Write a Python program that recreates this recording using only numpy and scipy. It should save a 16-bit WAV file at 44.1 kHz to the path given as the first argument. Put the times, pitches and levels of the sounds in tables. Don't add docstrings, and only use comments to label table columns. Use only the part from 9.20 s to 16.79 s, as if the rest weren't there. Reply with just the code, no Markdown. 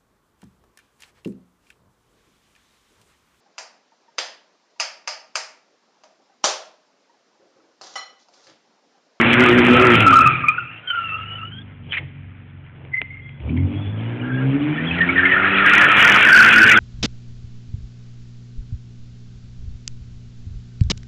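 import sys
import numpy as np
from scipy import signal
from scipy.fft import rfft, irfft, next_fast_len
from scipy.io import wavfile
from scipy.ndimage import uniform_filter1d

SR = 44100
rng = np.random.default_rng(int(sys.argv[2]) if len(sys.argv) > 2 else 0)


def ratio_of_db(decibels):
    return 10 ** (np.asarray(decibels, float) / 20)


def inscribe(sig):
    pcm = np.round(np.clip(np.atleast_2d(sig).T, -1, 1) * 32767)
    wavfile.write(sys.argv[1], SR, pcm.astype(np.int16))


N = 334719
T = np.arange(N) / SR

# t/s, firing rate f/Hz
ENGINE_SPEED = [
    [(0, 116), (.14, 120), (.4, 124.8), (.66, 124.4), (.74, 114), (.82, 110), (.9, 90.2), (1.04, 83.6)],
    [(1.06, 134), (1.13, 129.5), (1.24, 131), (1.45, 110), (1.75, 103.5)],
    [(1.8, 102.7), (2.1, 101.5), (2.35, 103.5), (2.72, 91.5), (3.05, 94.6), (3.65, 89.8), (4.0, 91.6),
     (4.2, 95)],
    [(4.22, 66.5), (4.36, 85), (4.45, 94.5), (4.7, 102.7), (4.9, 118), (5.28, 134.5), (5.72, 169),
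     (6.3, 194.5), (6.5, 197.5)],
    [(6.55, 199), (7.0, 209), (7.3, 224), (7.45, 219.5), (7.59, 219)],
]
# speed jitter (0-1), level scatter/dB
ENGINE_UNREST = [
    (.016, 5.),
    (.015, 5.),
    (.004, 2.5),
    (.005, 3.),
    (.012, 6.),
]
# t/s, level/dB, throttle bite in dB per octave of order
ENGINE_LOAD = [(.15, -21, 2), (.5, -17, 1.5), (.7, -19.5, 4.5), (.93, -20, -6), (1.17, -32.5, -10),
               (1.3, -37.5, -12), (1.65, -61.5, 2.5), (1.95, -42.5, -11.5), (2.8, -41.5, -5),
               (3.3, -48, -2), (4.19, -42.5, -7), (4.32, -30.5, 9.5), (4.7, -30, -2.5), (5.25, -27.5, 4),
               (5.8, -26, -5), (6.45, -30, 3.5), (6.65, -45, 3.5), (7.3, -25.5, -9.5)]
# level/dB over the effort, for firing orders 1, 1.5, 2, 3 and 1.25
ENGINE_ORDERS = [
    (-7.5, -14.5, -6.5, -4.5, -22),
    (-4, -8.5, -11.5, -8.5, -7),
    (-1, 2.5, -4.5, -16.5, -2.5),
    (2.5, -8, -5, -16, -24.5),
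    (-1.5, 0, -4, -12.5, -16.5),
]
# f/Hz, width/Hz, level/dB
EXHAUST_RINGS = [(97, 4, 3.5), (108.4, 1.8, 5), (123.5, 5.8, -12), (131.8, 9.9, 8.5), (147, 4, -6),
                 (166, 5.1, 3), (184, 11, -11.5), (204, 3, 1.5), (226, 3.7, -0.5), (278, 21, 9),
                 (336, 12, -5), (362, 12, 2.5), (404.4, 15, -8.5), (503, 16, 0)]
# t/s, main tread tone f/Hz, level/dB, level of the other tones relative to it/dB
SLIDE_SQUEAL = [(.45, 1320, -22.5, 1.5), (.6, 1309, -12.5, -10), (.8, 1347, -19.5, 0),
                (.95, 1330, -7, -15.5), (1.07, 1310, -11, -4), (1.2, 1265, -29, 0),
                (1.29, 1202, -21.5, -1.5), (1.4, 1353, -28, -5), (1.6, 1400, -60.5, 22)]
TURN_SQUEAL = [(1.63, 1436, -55, -1), (1.665, 1497, -41.5, -2.5), (1.706, 1440, -26.5, -1.5),
               (1.76, 1378, -31, 1.5), (1.94, 1277, -29.5, -12.5), (2.09, 1347, -41.5, -1.5),
               (2.24, 1337, -31, -3), (2.3, 1398, -48.5, -1), (2.42, 1618, -47, 2.5)]
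BRAKE_SQUEAL = [(3.71, 2090, -61.5, 0), (3.74, 2033, -17.5, 0), (3.79, 2065, -26, 0), (3.81, 2066, -37, 0),
                (3.95, 2120, -34, 0), (4.08, 2090, -40, 0), (4.25, 2000, -60, 0)]
SPIN_SQUEAL = [(5.5, 1431, -50.5, 14), (5.9, 1428, -35.5, 2.5), (6.05, 1405, -24, 4.5),
               (6.28, 1390, -18.5, -0.5), (6.55, 1365, -14, 1), (6.85, 1441, -15.5, 2.5),
               (7.15, 1503, -5, -9), (7.4, 1500, -7, 2), (7.59, 1458, -15, -2.5)]
CREEP_SQUEAL = [(4.02, 3373, -49, -22), (4.25, 3350, -60, -29), (4.6, 3420, -48.5, -20),
                (4.95, 3350, -58, 1), (5.1, 3350, -51, 15), (5.3, 3350, -54, 1)]
# ratio to it, level/dB; the creep's sit below it
SLIDE_UPPER = [(1.938, 0.)]
TURN_UPPER = [(2.13, -2.5), (1.99, -17)]
CREEP_LOWER = [(0.412, 0.003), (0.482, 0.)]
# start f/Hz, drift in Hz per s, level/dB
SPIN_UPPER = [(1868, -80, -1), (2334, 110.5, -6)]
# t/s, peak level/dB, f/Hz, length/s
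SLIDE_SLIPS = [(.2556, -5.5, 1232, 0.037), (.864, 5.5, 1322, 0.025), (.9267, 4.5, 1224, 0.024),
               (.9548, 5, 1343, 0.046), (1.0601, -1.5, 1225, 0.037), (1.2391, -6.5, 1210, 0.011),
               (1.283, 3.5, 2432, 0.014), (1.284, -5.5, 1254, 0.023), (1.3804, -5.5, 1447, 0.01),
               (1.632, -32, 1460, 0.038), (1.674, -14, 3140, 0.029), (1.699, -8.5, 3050, .02),
               (3.737, -19.5, 2040, .01), (3.7737, -10.5, 2090, 0.0077)]
SCUFF_SLIPS = [(2.69, -37, 3210, 0.039), (2.708, -24.5, 3180, .04), (2.7206, -6.5, 2920, 0.0059),
               (2.7336, -14.5, 2410, 0.035), (2.768, -11.5, 1916, 0.021), (2.79, -44.5, 3380, 0.033),
               (4.292, -25.5, 2500, 0.01), (4.366, -30.5, 2110, 0.051)]
SPIN_SLIPS = [(5.033, -25, 1643, 0.029), (5.5777, -15, 1814, 0.028), (5.7094, -7, 2560, 0.009),
              (5.78, -12, 1914, 0.018), (5.8058, -1.5, 1852, .029), (5.888, -4, 2296, .02),
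              (5.889, -12.5, 1363, .02), (5.9569, -6, 1854, 0.031), (5.979, -0.5, 1810, .025),
              (5.99, -3, 1613, 0.018), (6.0318, -6, 1814, 0.0098), (6.052, 1.5, 2115, .013),
              (6.0911, -6.5, 1950, 0.015), (6.1154, -1, 1877, 0.026), (6.1636, -5.5, 1420, 0.032),
              (6.211, -21, 1384, .011), (6.251, -8, 1880, 0.013)]
# t/s, peak level/dB
GRIT_SNAPS = [(2.314, -31), (2.723, -15), (2.731, -7), (2.773, -11.5), (2.783, -7.5), (2.789, -14),
              (3.465, -35), (3.651, -29), (3.817, -4), (4.093, -25), (4.203, -29)]
# low f/Hz, high f/Hz, flicker/dB
ROAR_EDGES = [
    (75, 420, 1.),
    (420, 1100, 1.5),
    (1180, 2100, 1.8),
    (2100, 3700, 2.8),
]
# engine level/dB, its steepness, tyre level/dB, its steepness, jolt level/dB
ROAR_SOURCES = [
    (-2.5, 1.35, -12, 0.8, 8.5),
    (-2, 2, -10.5, 0.82, 0),
    (-8, 2.3, 0, 1., -24),
    (-5, 2.18, -2.5, 1, -2),
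]
# t/s, level/dB
TYRE_SCRUB = [(0, -16), (.6, -17.5), (.8, -20), (1.06, -25.5), (1.46, -47), (1.61, -46.5), (1.9, -42),
              (2.2, -48.5), (2.45, -56.5), (3.4, -56), (4.45, -60), (4.9, -43.5), (5.85, -31.5),
              (6.15, -22), (6.7, -13.5), (7.1, -13), (7.3, -9), (7.59, -20.5)]
# t/s, half length/s, level/dB
CAR_JOLTS = [(2.763, 0.055, -43.5), (3.64, 0.072, -54), (3.821, 0.0064, -41), (4.28, 0.043, -43)]
# f/Hz, width/Hz, level/dB
TREAD_RINGS = [(1365, 55, -1.5), (2324, 273, 6.5), (3350, 140, -2.5)]
# f/Hz, level/dB
PHONE_BAND = [(30, -13), (70, -1.5), (110, 0.5), (3000, -3), (3400, -4.5), (3700, -14), (4000, -17),
              (4300, -27.5), (4600, -90)]


def walk(rate):
    k = int(SR / rate)
    steps = np.repeat(rng.standard_normal(N // 50), k)[:N]
    return 1.3 * uniform_filter1d(uniform_filter1d(steps, k), k)


def held(rate):
    steps = np.cumsum(rate / SR * ratio_of_db(4 * walk(rate / 2))) + rng.random()
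    values = rng.standard_normal(N // 50)
    return values[np.minimum(steps.astype(int), N // 50 - 1)], steps % 1


def play(table):
    s, *columns = np.transpose(table)
    gate = np.clip(np.minimum(T - s[0] + .01, s[-1] + .01 - T) / .02, 0, 1)
    return gate, [np.interp(T, s, c) for c in columns]


def tone(hz):
    return 2 * np.pi * (np.cumsum(hz) / SR + rng.random())


def band(low_hz, high_hz):
    sos = signal.butter(2, [low_hz, high_hz], "band", fs=SR, output="sos")
    x = signal.sosfilt(sos, rng.standard_normal(N))
    return x / x.std()


def engine():
    _, (hz,) = play(np.concatenate(ENGINE_SPEED))
    _, (load_db, bite_db) = play(ENGINE_LOAD)
    stage = np.searchsorted([table[0][0] for table in ENGINE_SPEED[1:]], T)
    first_db, half_db, second_db, third_db, quarter_db = np.transpose(ENGINE_ORDERS)[:, stage]
    jitter, scatter_db = np.transpose(ENGINE_UNREST)[:, stage]
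    pipe_hz = np.arange(1200)
    ring_db = sum(db / (1 + ((pipe_hz - f) / w) ** 2) for f, w, db in EXHAUST_RINGS)
    phase = tone(hz * (1 + jitter * walk(30)))
    whole = {4: first_db, 8: second_db, 12: third_db, 16: third_db - 12, 20: third_db - 24}
    out = np.zeros(N)
    for quarter in range(2, 21):
        order = quarter / 4
        if quarter in whole:
            order_db = whole[quarter]
        else:
            octaves = np.log2(quarter / (6 - quarter % 2))
            fall_db = -11 * octaves ** 1.2 if octaves > 0 else 8.5 * octaves
            order_db = fall_db + (quarter_db if quarter % 2 else half_db)
        if quarter == 2:
            order_db = order_db + 12 * np.exp(-((hz / 2 - 87) / 6) ** 2)
        pipe_db = np.interp(hz * order, pipe_hz, ring_db)
        throttle_db = np.log2(max(order, 1)) * bite_db
        unrest_db = scatter_db * walk(32) + 2 * walk(9)
        db = load_db + throttle_db + pipe_db + order_db + unrest_db
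        out += np.sqrt(2) * ratio_of_db(db) * np.sin(order * phase + quarter ** 2)
    return out, np.cos(phase)


def tread_tones(table, ratios=(), drifts=()):
    gate, (hz, db, upper_db) = play(table)
    tones = [(hz, db)]
    for ratio, tone_db in ratios:
        tones.append((ratio * hz, db + upper_db + tone_db))
    for start_hz, drift, tone_db in drifts:
        tones.append((start_hz + drift * (T - table[0][0]), db + upper_db + tone_db))
    return gate, tones


def squeal(gate, tones, count, scatter, patchy_db, slip_rate, rasp, trim_db):
    out = np.zeros(N)
    for _ in range(count):
        for hz, db in tones:
            hop, gone = held(slip_rate)
            catch = np.sin(np.pi * gone ** .6) ** .5
            grip = catch * ratio_of_db(db + patchy_db * walk(slip_rate / 2) + 2.84 * walk(300))
            loose = np.sqrt(hz / 1500)
            out += grip * np.sin(tone(hz * (1 + loose * scatter * hop + rasp * walk(400))))
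    return gate * out * ratio_of_db(trim_db) / np.sqrt(count)


def squeals():
    out = squeal(*tread_tones(SLIDE_SQUEAL, SLIDE_UPPER), count=2, scatter=.025, patchy_db=1.0,
                 slip_rate=38, rasp=.02545, trim_db=3.5)
    out += squeal(*tread_tones(TURN_SQUEAL, TURN_UPPER), count=2, scatter=.014, patchy_db=6.0,
                  slip_rate=24, rasp=.012, trim_db=9.5)
    out += squeal(*tread_tones(BRAKE_SQUEAL), count=2, scatter=.0046, patchy_db=5.5,
                  slip_rate=25, rasp=.0121, trim_db=2.5)
    out += squeal(*tread_tones(SPIN_SQUEAL, drifts=SPIN_UPPER), count=2, scatter=.045, patchy_db=6.0,
                  slip_rate=40, rasp=.033, trim_db=2.0)
    out += squeal(*tread_tones(CREEP_SQUEAL, CREEP_LOWER), count=1, scatter=.012, patchy_db=6.5,
                  slip_rate=22, rasp=.018, trim_db=3.5)
    return out


def chirps():
    out, waver = np.zeros(N), walk(350)
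    scuff = band(1500, 3400) * ratio_of_db(9 * walk(250))
    age = np.arange(int(.12 * SR)) / SR
    for slips, rough in [(SLIDE_SLIPS, .09), (SCUFF_SLIPS, .7), (SPIN_SLIPS, .25)]:
        for s, db, hz, length in slips:
            i = int(s * SR) + np.arange(len(age))
            shape = (1 - np.exp(-age / .0018)) * np.exp(-(age / length) ** 2)
            ring = np.sin(2 * np.pi * np.cumsum(hz * (1 + .099 * rough * waver[i])) / SR)
            out[i] += ratio_of_db(db - 3.5) * shape * (ring + .26 * rough * scuff[i])
    return out


def ticks():
    out, age = np.zeros(N), np.arange(400) / SR
    crack = np.exp(-age / .00064) * np.cos(2 * np.pi * 2300 * age)
    for s, db in GRIT_SNAPS:
        start = int(s * SR)
        out[start:start + len(age)] += ratio_of_db(db + 1) * crack
    return out


def flecks(low_hz, high_hz, rate, spread_db):
    hop, gone = held(rate)
    hz = np.sqrt(low_hz * high_hz) * (high_hz / low_hz) ** np.clip(hop / 5, -.35, .5)
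    level = np.sin(np.pi * gone) * ratio_of_db(spread_db * walk(rate))
    return level * np.sin(tone(hz * (1 + .02 * walk(400))))


def roar_levels():
    near_db = -18
    load_db = play(ENGINE_LOAD)[1][0] - near_db
    slip_db = play(TYRE_SCRUB)[1][0] - near_db
    jolt = sum(ratio_of_db(2 * db) * np.exp(-((T - s) / half) ** 2) for s, half, db in CAR_JOLTS)
    levels = []
    for engine_db, steep, tyre_db, sharp, jolt_db in ROAR_SOURCES:
        power = ratio_of_db(2 * (near_db + engine_db + steep * load_db))
        power = power + ratio_of_db(2 * (near_db + tyre_db + sharp * slip_db))
        power = power + ratio_of_db(2 * jolt_db) * jolt
        levels.append(10 * np.log10(power))
    return levels


def roar(cycle):
    shared = 1.1 * walk(9)
    hz = np.arange(N // 2 + 1) * SR / N
    ring = ratio_of_db(sum(db / (1 + ((hz - f) / w) ** 2) for f, w, db in TREAD_RINGS))
    out = np.zeros(N)
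    for db, (low_hz, high_hz, flicker_db) in zip(roar_levels(), ROAR_EDGES):
        noise = np.fft.irfft(np.fft.rfft(band(low_hz, high_hz)) * ring, N)
        noise = noise * (1 + .35 * cycle)
        if low_hz > 900:
            squeaks = flecks(low_hz, high_hz, 45, spread_db=6.5) + flecks(low_hz, high_hz, 30, spread_db=-2.5)
            noise += ratio_of_db(-3) * squeaks
        out += ratio_of_db(db - 2 + shared + flicker_db * walk(35)) * noise
    return out


def garage(x, wet_db):
    t60_s = 1.0
    age = np.arange(int(1.5 * SR)) / SR
    tail = rng.standard_normal(len(age)) * np.exp(-np.log(1000) * age / t60_s) * (age > .012)
    return x + ratio_of_db(wet_db) * signal.fftconvolve(x, tail / np.sqrt(np.sum(tail ** 2)))[:N]


def hush():
    return ratio_of_db(-59.5) * band(100, 3500)


def scene():
    orders, cycle = engine()
    tyres = squeals() + chirps() + ticks()
    mix = garage(orders, wet_db=-8) + garage(tyres, wet_db=-20) + roar(cycle) + hush()
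    return mix[None]


def roll_off(x):
    return signal.sosfilt(signal.butter(12, 15900, fs=SR, output="sos"), x)


def record(dry):
    limit_db, limit_share, clip = -9.7, .6, .73
    size = next_fast_len(N)
    hz = np.maximum(np.arange(size // 2 + 1) * SR / size, 1)
    band_hz, band_db = np.transpose(PHONE_BAND)
    colour = ratio_of_db(np.interp(np.log(hz), np.log(band_hz), band_db))
    narrow = irfft(rfft(dry, size) * colour, size)[:, :N]
    bass = irfft(rfft(narrow, size) / (1 + (hz / 600) ** 4), size)[:, :N]
    treble_db = 10 * np.log10(uniform_filter1d((narrow - bass) ** 2, size=900) + 1e-12)
    jump_db = np.maximum(treble_db - uniform_filter1d(treble_db, size=16000) - 8, 0)
    ducked = narrow - bass * (1 - ratio_of_db(-.7 * jump_db))
    loudness_db = 10 * np.log10(uniform_filter1d(ducked ** 2, size=1500) + 1e-12)
    over_db = np.maximum(loudness_db - limit_db, 0)
    mix = np.clip(ducked * ratio_of_db(-limit_share * over_db), -clip, clip)
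    return roll_off(mix)


dry = scene()
out = record(dry)
inscribe(out)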